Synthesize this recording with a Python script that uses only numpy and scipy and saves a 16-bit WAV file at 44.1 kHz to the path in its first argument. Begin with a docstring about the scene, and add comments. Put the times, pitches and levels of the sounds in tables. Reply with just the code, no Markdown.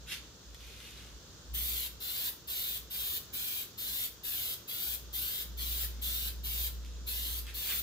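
"""Spray painting in a workshop

An aerosol can sprays a boat hull in fourteen short bursts: turbulent hiss, gated by a valve and combed by an echo.
Sandals scuff gritty concrete as trains of random grains, and single larger grains crack as decaying ticks.
The shed answers with diffuse noise tails that die at a different speed in each band.
A wavering low tone swells and sinks beside a faint drone, under the steady filtered noise of the air."""
import sys
import numpy as np
from scipy import signal
from scipy.fft import rfft, irfft, next_fast_len
from scipy.io import wavfile
from scipy.ndimage import map_coordinates

SR = 44100
rng = np.random.default_rng(int(sys.argv[2]) if len(sys.argv) > 2 else 0)


def file_out(sig):
    """Save sig as 16-bit WAV at sys.argv[1]."""
    # one column per channel
    cols = np.atleast_2d(sig).T
    # limit, then scale
    lim = np.clip(cols, -1, 1)
    pcm = np.round(lim * 32767).astype(np.int16)
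    wavfile.write(sys.argv[1], SR, pcm)


N = 344862

# slow level of the hum, before its throb: (t/s, level/dB)
HUM_LEVEL = [(0.0, -49), (0.38, -59.5), (0.72, -49), (1.38, -62.5), (1.53, -39.5), (1.65, -41.5),
             (2.05, -59), (3.05, -55), (3.6, -79), (3.9, -55), (4.7, -71), (4.9, -52), (5.2, -48.5),
             (5.33, -60), (5.52, -42), (6.6, -40.5), (7.45, -43.5), (7.62, -52.5), (7.82, -46)]
HUM_HZ = 58.9  # mean pitch
HUM_STEADY_DB = -53  # above this level the hum is a clean tone, below it a fluttering rumble
THROB_S, THROB_DB, THROB_TOP_S = 0.773, 1.3, 6.63  # period, depth, time of one crest

# relative spectrum of the still air: (f/Hz, level/dB per Hz)
AIR_SPECTRUM = [(25, -27), (45, -3.5), (75, 2.5), (140, -2.5), (220, -7), (480, -8), (700, -17),
                (1500, -13.5), (2200, -23.5), (3400, -13), (7000, -14), (9000, -29.5), (11000, -30.5),
                (15000, -25)]
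# left-right correlation of all diffuse sound in the shed: (f/Hz, correlation/1)
DIFFUSE_ALIKE = [(100, 0.92), (450, 0.88), (900, 0.42), (1800, 0.33), (3000, 0.0)]

# drags of a sole on concrete: (hardest push t/s, build-up/s, let-go/s, relative level/dB,
# weight on the foot as extra low-mid level/dB)
SCUFFS = [(0.121, 0.061, 0.038, -35, -1.5), (0.65, 0.24, 0.25, -56, -6), (0.87, 0.29, 0.14, -51.5, -3),
          (1.0, 0.071, 0.19, -58.5, 5), (6.03, 0.32, 0.08, -66, 7), (6.87, 0.12, 0.2, -60, -6),
          (7.497, 0.052, 0.025, -45.5, 2.5), (7.715, 0.067, 0.044, -38, 3.5)]
# relative spectrum of the rubbing sole: (f/Hz, level/dB per Hz)
SOLE_SPECTRUM = [(400, -20), (900, -25.5), (1400, -9), (2000, -5), (2700, -2.5), (3700, -1), (5000, -8),
                 (7000, -11.5), (10000, -12), (13000, -11), (15500, -22)]
# relative spectrum of the ticks of loose grit: (f/Hz, level/dB per Hz)
LOOSE_SPECTRUM = [(500, -20), (1500, -4), (3500, 5), (6000, -8), (13000, -9), (15500, -10)]
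SCUFF_FADE_DB = -16  # relative pressure one build-up before the hardest push, and one let-go after it
SCUFF_LAND_S = 0.0079  # time for the sole to make contact
WEIGHT_HZ = 2410  # weight on the foot acts below this
RUB_STRAIGHT_HZ = 3440  # above this the rub is heard only through the shed

# reverberation time of the shed: (f/Hz, t60/s)
SHED_T60 = [(500, 0.37), (3500, 0.36), (8000, 0.25), (14000, 0.27)]

# grit cracking under a sole: (t/s, relative level/dB, ring f/Hz, share that rings/1)
GRIT_CRACKS = [(0.546, -34.5, 3420, 0.2), (0.8075, -40, 3620, 0), (0.9075, -39, 9000, 0.2),
               (0.974, -37, 3950, 0.4), (1.064, -43, 7000, 0.05), (7.468, -33.5, 3300, 0.2)]

# presses of the nozzle: (valve opens t/s, valve shuts t/s, relative hiss level at mid-stroke/dB,
# rise of the hiss over the stroke as the can turns/dB)
BURSTS = [(1.533, 1.875, -35.5, -3), (1.997, 2.298, -36.5, 8), (2.47, 2.782, -37, 0.5),
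          (2.899, 3.182, -36.5, 6.5), (3.325, 3.633, -36.5, 0), (3.772, 4.07, -36.5, 6.5),
          (4.231, 4.549, -36.5, 0.5), (4.672, 4.961, -37, 7.5), (5.125, 5.437, -36.5, -1.5),
          (5.569, 5.861, -36, 5.5), (6.012, 6.298, -36, -2), (6.431, 6.682, -36.5, 6),
          (7.062, 7.402, -37, 0), (7.535, 7.807, -36, 8)]
# relative spectrum of the jet: (f/Hz, level/dB per Hz)
JET_SPECTRUM = [(500, -21), (900, -27.5), (1500, -14.5), (2200, -11.5), (2750, -7.5), (3600, -1),
                (4200, -3.9), (5000, -5.5), (5900, -10.5), (7300, -7), (10000, -7.5), (11200, -3.5),
                (12600, -0.5), (15500, 1.5)]
STROKE_END_DB = -1.2  # the can points a little aside at both ends of a stroke
BODY_DB, BODY_SWING = 0.2, 0.36  # body of the jet: level against the hiss, share of the turn it follows
SPIT_DB, SPIT_S = 2.5, 0.058  # pressure stored behind the valve spits as it opens
# gain of the part of the jet that gets straight past the hull: (f/Hz, level/dB)
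DIRECT_GAIN = [(1800, -11.5), (2900, 3.5), (3900, 0.5), (5200, -8), (8000, -6.5), (14000, -3.5)]
# phase by which the straight sound of the can leads at the left port: (f/Hz, phase/rad)
LEAD_PHASE = [(100, 0), (1200, 0.4), (2000, 1.1), (2400, 2.2), (2850, 3.1), (3300, 3.4), (3700, 4.5),
              (4200, 6.1), (6700, 6.9), (7900, 9.4), (10000, 10), (13000, 12.5), (15000, 14)]

# colour of the two microphone ports: (f/Hz, left minus right level/dB)
PORT_COLOUR = [(150, 0), (450, 2), (1050, 6.5), (1700, 0), (3500, -0.5), (5000, 0), (6700, -6.5),
               (7600, 0.5), (9700, 4), (11500, 5), (14500, 1)]
EDGE_HZ = 15600  # upper band limit


def gain_of(db):
    """Logarithmic levels: decibels to amplitude gain."""
    return 10 ** (np.asarray(db) / 20)


def evened(x):
    """Normalization of power: scales x to rms 1."""
    return x / np.sqrt(np.mean(x ** 2) + 1e-20)


def read(points, hz):
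    """Interpolation of a spectrum on a log-frequency axis."""
    f, value = np.transpose(points)
    return np.interp(np.log(hz + 1), np.log(f + 1), value)


def follow(rows):
    """Linear interpolation of a time curve at every sample."""
    return np.interp(np.arange(N) / SR, *np.transpose(rows))


def coloured(x, gain):
    """Linear filtering: multiplies the spectrum of x by a function of frequency."""
    size = next_fast_len(N + 4096)
    response = gain(np.fft.rfftfreq(size, 1 / SR))
    return irfft(rfft(x, size) * response, size)[..., :N]


def shaped(x, spectrum):
    """Spectral shaping: filters x by a tabulated spectrum, at rms 1."""
    return evened(coloured(x, lambda hz: gain_of(read(spectrum, hz))))


def below(x, edge_hz, order=6):
    """Low-pass filtering without phase shift."""
    return coloured(x, lambda hz: 1 / (1 + (hz / edge_hz) ** order))


def wander(rate_hz):
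    """Slow random fluctuation: low-passed noise of rms 1, up to about the given rate."""
    return evened(below(rng.standard_normal(N), rate_hz, order=4))


def late(x, delay_ms):
    """Propagation delay: x after a fixed or moving delay."""
    return map_coordinates(x, [np.arange(N) - delay_ms * SR / 1000], order=3, mode="constant")


def hum(waver=0.11, drift_hz=0.28, flutter_hz=9, flutter_db=-1.5, drone_hz=187.3, drone_db=-78.0):
    """Amplitude and frequency modulation: a tone, steady when loud and fluttering when weak, and a drone."""
    throb_turns = (np.arange(N) / SR - THROB_TOP_S) / THROB_S
    level = gain_of(follow(HUM_LEVEL) + THROB_DB * np.cos(2 * np.pi * throb_turns))
    steady = 1 / (1 + (gain_of(HUM_STEADY_DB) / level) ** 4)
    # a complex random envelope turns the tone into narrow-band noise
    flutter = gain_of(flutter_db) * (wander(flutter_hz) + 1j * wander(flutter_hz)) / np.sqrt(2)
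    swing = np.sqrt(steady) * (1 + waver * wander(21)) + np.sqrt(1 - steady) * flutter
    turns = np.cumsum(HUM_HZ + drift_hz * wander(2.1)) / SR
    low = level * (swing * np.exp(2j * np.pi * turns)).real
    drone_turns = np.cumsum(drone_hz + wander(2.64)) / SR
    drone = gain_of(drone_db) * np.sin(2 * np.pi * drone_turns)
    return np.sqrt(2) * (low + drone)  # sine of amplitude sqrt(2) has rms 1


def diffuse_alike(hz):
    """Spatial coherence of the diffuse field at the two ports."""
    return np.clip(read(DIFFUSE_ALIKE, hz), -1, 1)


def air(air_db=-54, swell_db=0.5, rumble_db=-19.5, rumble_hz=135, rumble_width_hz=70):
    """Partly coherent noise: diffuse air, and a resonant rumble whose level follows the hum."""
    left, other, rumble_noise = rng.standard_normal((3, N))
    right = coloured(left, diffuse_alike) + coloured(other, lambda hz: np.sqrt(1 - diffuse_alike(hz) ** 2))
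    still = shaped(np.array([left, right]), AIR_SPECTRUM) * gain_of(air_db + swell_db * wander(2.65))

    def rumble_gain(hz):
        """Resonance curve with an added roll-off above 600 Hz."""
        detuning = (hz - rumble_hz ** 2 / (hz + 1)) / rumble_width_hz
        return 1 / np.hypot(1, detuning) / (1 + (hz / 600) ** 4)

    rumble = evened(coloured(rumble_noise, rumble_gain))
    return still + rumble * gain_of(follow(HUM_LEVEL) + rumble_db)


def drag(push, build_s, let_go_s):
    """Frictional loading: the sole lands, builds to its hardest push and lets go."""
    t = np.arange(N) / SR
    away = np.maximum((push - t) / build_s, (t - push) / let_go_s)
    contact = np.clip((t - push + build_s) / SCUFF_LAND_S, 0, 1)
    return contact * gain_of(SCUFF_FADE_DB * np.minimum(away, 10))


def sandals(grains_per_s=4000, grain_spread_db=4.5, smooth=0.46,
            loose_per_s=110, loose_db=-6.0, loose_top_db=-52):
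    """Granular friction as random impulses: a dense rub and sparse ticks of capped level; gives (rub, ticks)."""
    sizes = gain_of(grain_spread_db * np.minimum(rng.exponential(1, N), 4)) * rng.choice([-1, 1], N)
    grains = evened(sizes * (rng.random(N) < grains_per_s / SR))
    texture = shaped(grains + smooth * rng.standard_normal(N), SOLE_SPECTRUM)
    low_mid = below(texture, WEIGHT_HZ)
    loose = shaped(sizes * (rng.random(N) < loose_per_s / SR), LOOSE_SPECTRUM)
    rub, ticks = np.zeros(N), np.zeros(N)
    for push, build_s, let_go_s, level_db, weight_db in SCUFFS:
        pressure = drag(push, build_s, let_go_s)
        weighted = texture + (gain_of(weight_db) - 1) * low_mid
        rub += pressure * gain_of(level_db) * weighted
        ticks += pressure * gain_of(min(level_db, loose_top_db) + loose_db) * loose
    return rub, ticks


def tail(clutter=1.0, clutter_s=0.01):
    """Diffuse reverberation: stronger early scatter, then exponential decay at each band's own speed."""
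    t = np.arange(SR // 3) / SR
    scatter = rng.standard_normal((2, len(t))) * (1 + clutter * np.exp(-t / clutter_s))
    hz, age, z = signal.stft(scatter, SR, nperseg=128)
    alike = diffuse_alike(hz)[:, None]
    z = np.array([z[0], alike * z[0] + np.sqrt(1 - alike ** 2) * z[1]])
    decay = gain_of(-60 * age / read(SHED_T60, hz)[:, None])
    answer = signal.istft(z * decay, SR, nperseg=128)[1]
    return answer / np.linalg.norm(answer[0])


def shed(x, count):
    """Time-varying reverberation: the source moves, so each stretch meets its own set of reflections."""
    hop = N // count + 1
    fade = np.sin(np.pi * np.arange(2 * hop) / (2 * hop))  # overlapping powers sum to 1
    padded = np.pad(x, (hop, 2 * hop))
    out = np.zeros((2, N + 3 * hop + SR))
    for start in range(0, N + hop, hop):
        stretch = padded[start:start + 2 * hop] * fade
        answer = signal.fftconvolve(stretch[None], tail(), axes=1)
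        out[:, start:start + answer.shape[1]] += answer
    return out[:, hop:hop + N]


def grit(decay_s=0.00094, ring_s=0.0052, crack_db=-1.5, dull_hz=7000, thin_hz=1100):
    """Impulsive fracture: larger grains crack with a short noise tick, dulled by the sole, and may ring."""
    out, t = np.zeros(N), np.arange(1024) / SR
    for crack_s, level_db, hz, rings in GRIT_CRACKS:
        tick = np.exp(-t / decay_s) * rng.standard_normal(len(t))
        ring = np.exp(-t / ring_s) * np.sin(2 * np.pi * hz * t)
        crack = (1 - rings) * tick + rings * ring
        out[round(crack_s * SR):][:len(t)] += gain_of(level_db + crack_db) * crack
    return coloured(out, lambda hz: hz / np.hypot(hz, thin_hz) / np.hypot(1, hz / dull_hz))


def resonate(x, hz, width_hz):
    """Resonance by frequency shifting: a one-pole filter of peak gain 1 follows the curve hz."""
    turn = np.exp(2j * np.pi * np.cumsum(hz) / SR)
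    r = np.exp(-np.pi * width_hz / SR)
    return 2 * (turn * signal.lfilter([1 - r], [1, -r], x / turn)).real


def spray(open_s=0.015, shut_s=0.0085, sputter_db=0.87, jet_db=1.5, split_hz=7000,
          nozzle_hz=13400, nozzle_width_hz=1100, nozzle_db=-11.5):
    """Turbulent jet noise: gas escapes while the valve is open; paint droplets make it flutter."""
    t, high, low = np.arange(N) / SR, np.zeros(N), np.zeros(N)
    for opens, shuts, level_db, rise_db in BURSTS:
        on = (t > opens) & (t < shuts)
        valve = np.clip((t[on] - opens) / open_s, 0, 1) * np.clip((shuts - t[on]) / shut_s, 0, 1)
        stroke = np.linspace(-1, 1, on.sum())
        turn_db = rise_db * stroke / 2 + STROKE_END_DB * stroke ** 2
        spit_db = SPIT_DB * np.exp((opens - t[on]) / SPIT_S)
        high[on] = valve * gain_of(level_db + turn_db + spit_db)
        # the body of the jet beams less than its hiss, so turning the can moves it less
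        low[on] = valve * gain_of(level_db + BODY_SWING * turn_db + BODY_DB)
    gas = shaped(rng.standard_normal(N), JET_SPECTRUM)
    body = below(gas, split_hz)
    # a broad sizzle at the orifice drifts with the finger's pressure
    drift = 1 + 0.055 * wander(3)
    orifice = resonate(rng.standard_normal(N), nozzle_hz * drift, nozzle_width_hz)
    sizzle = gain_of(nozzle_db) * evened(orifice)
    jet = low * body + high * (gas - body + sizzle)
    return jet * gain_of(jet_db + sputter_db * wander(94))


def hull(jet, echo=0.35, gap_ms=1.2, sway_ms=0.256):
    """Comb filtering: the hull close behind the nozzle returns the hiss, and the comb shifts with the hand."""
    return jet + echo * late(jet, gap_ms + sway_ms * wander(2.14))


def straight(x):
    """Interaural-style phase difference: the left port leads, by an amount that shifts as the hand moves."""
    right = coloured(x, lambda hz: np.exp(-1j * read(LEAD_PHASE, hz)))
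    return np.array([x, late(right, 0.008 * wander(2))])


def scene(feet_db=-1.5, feet_room_db=-1.1, grit_room_db=2.0):
    """Superposition: direct and reverberant sound of can and feet, over hum and air."""
    jet = hull(spray())
    rub, ticks = sandals()
    cracks = grit()
    direct = coloured(jet, lambda hz: gain_of(read(DIRECT_GAIN, hz)))
    can = straight(direct) + shed(jet, count=48)
    near = gain_of(feet_db) * below(rub, RUB_STRAIGHT_HZ) + ticks + cracks
    feet_in_shed = shed(gain_of(feet_room_db) * rub + gain_of(grit_room_db) * cracks, count=24)
    return can + near + feet_in_shed + hum() + air()


def record(dry, bass_lead=0.53, corner_hz=50):
    """Two-port reception: each port has its own colour, the left leads in the bass (rad); then a band limit."""
    half = np.array([[.5], [-.5]])  # each difference is split evenly between left and right

    def port_response(hz):
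        """Complex response of both ports; the phase lead is greatest at corner_hz."""
        lead = bass_lead * 2 * hz * corner_hz / (hz ** 2 + corner_hz ** 2)
        return gain_of(half * read(PORT_COLOUR, hz)) * np.exp(1j * half * lead)

    ports = coloured(dry, port_response)
    band_limit = signal.firwin(511, EDGE_HZ, window=("kaiser", 9), fs=SR)
    return signal.oaconvolve(ports, band_limit[None], "same")


dry = scene()
out = record(dry)
file_out(out)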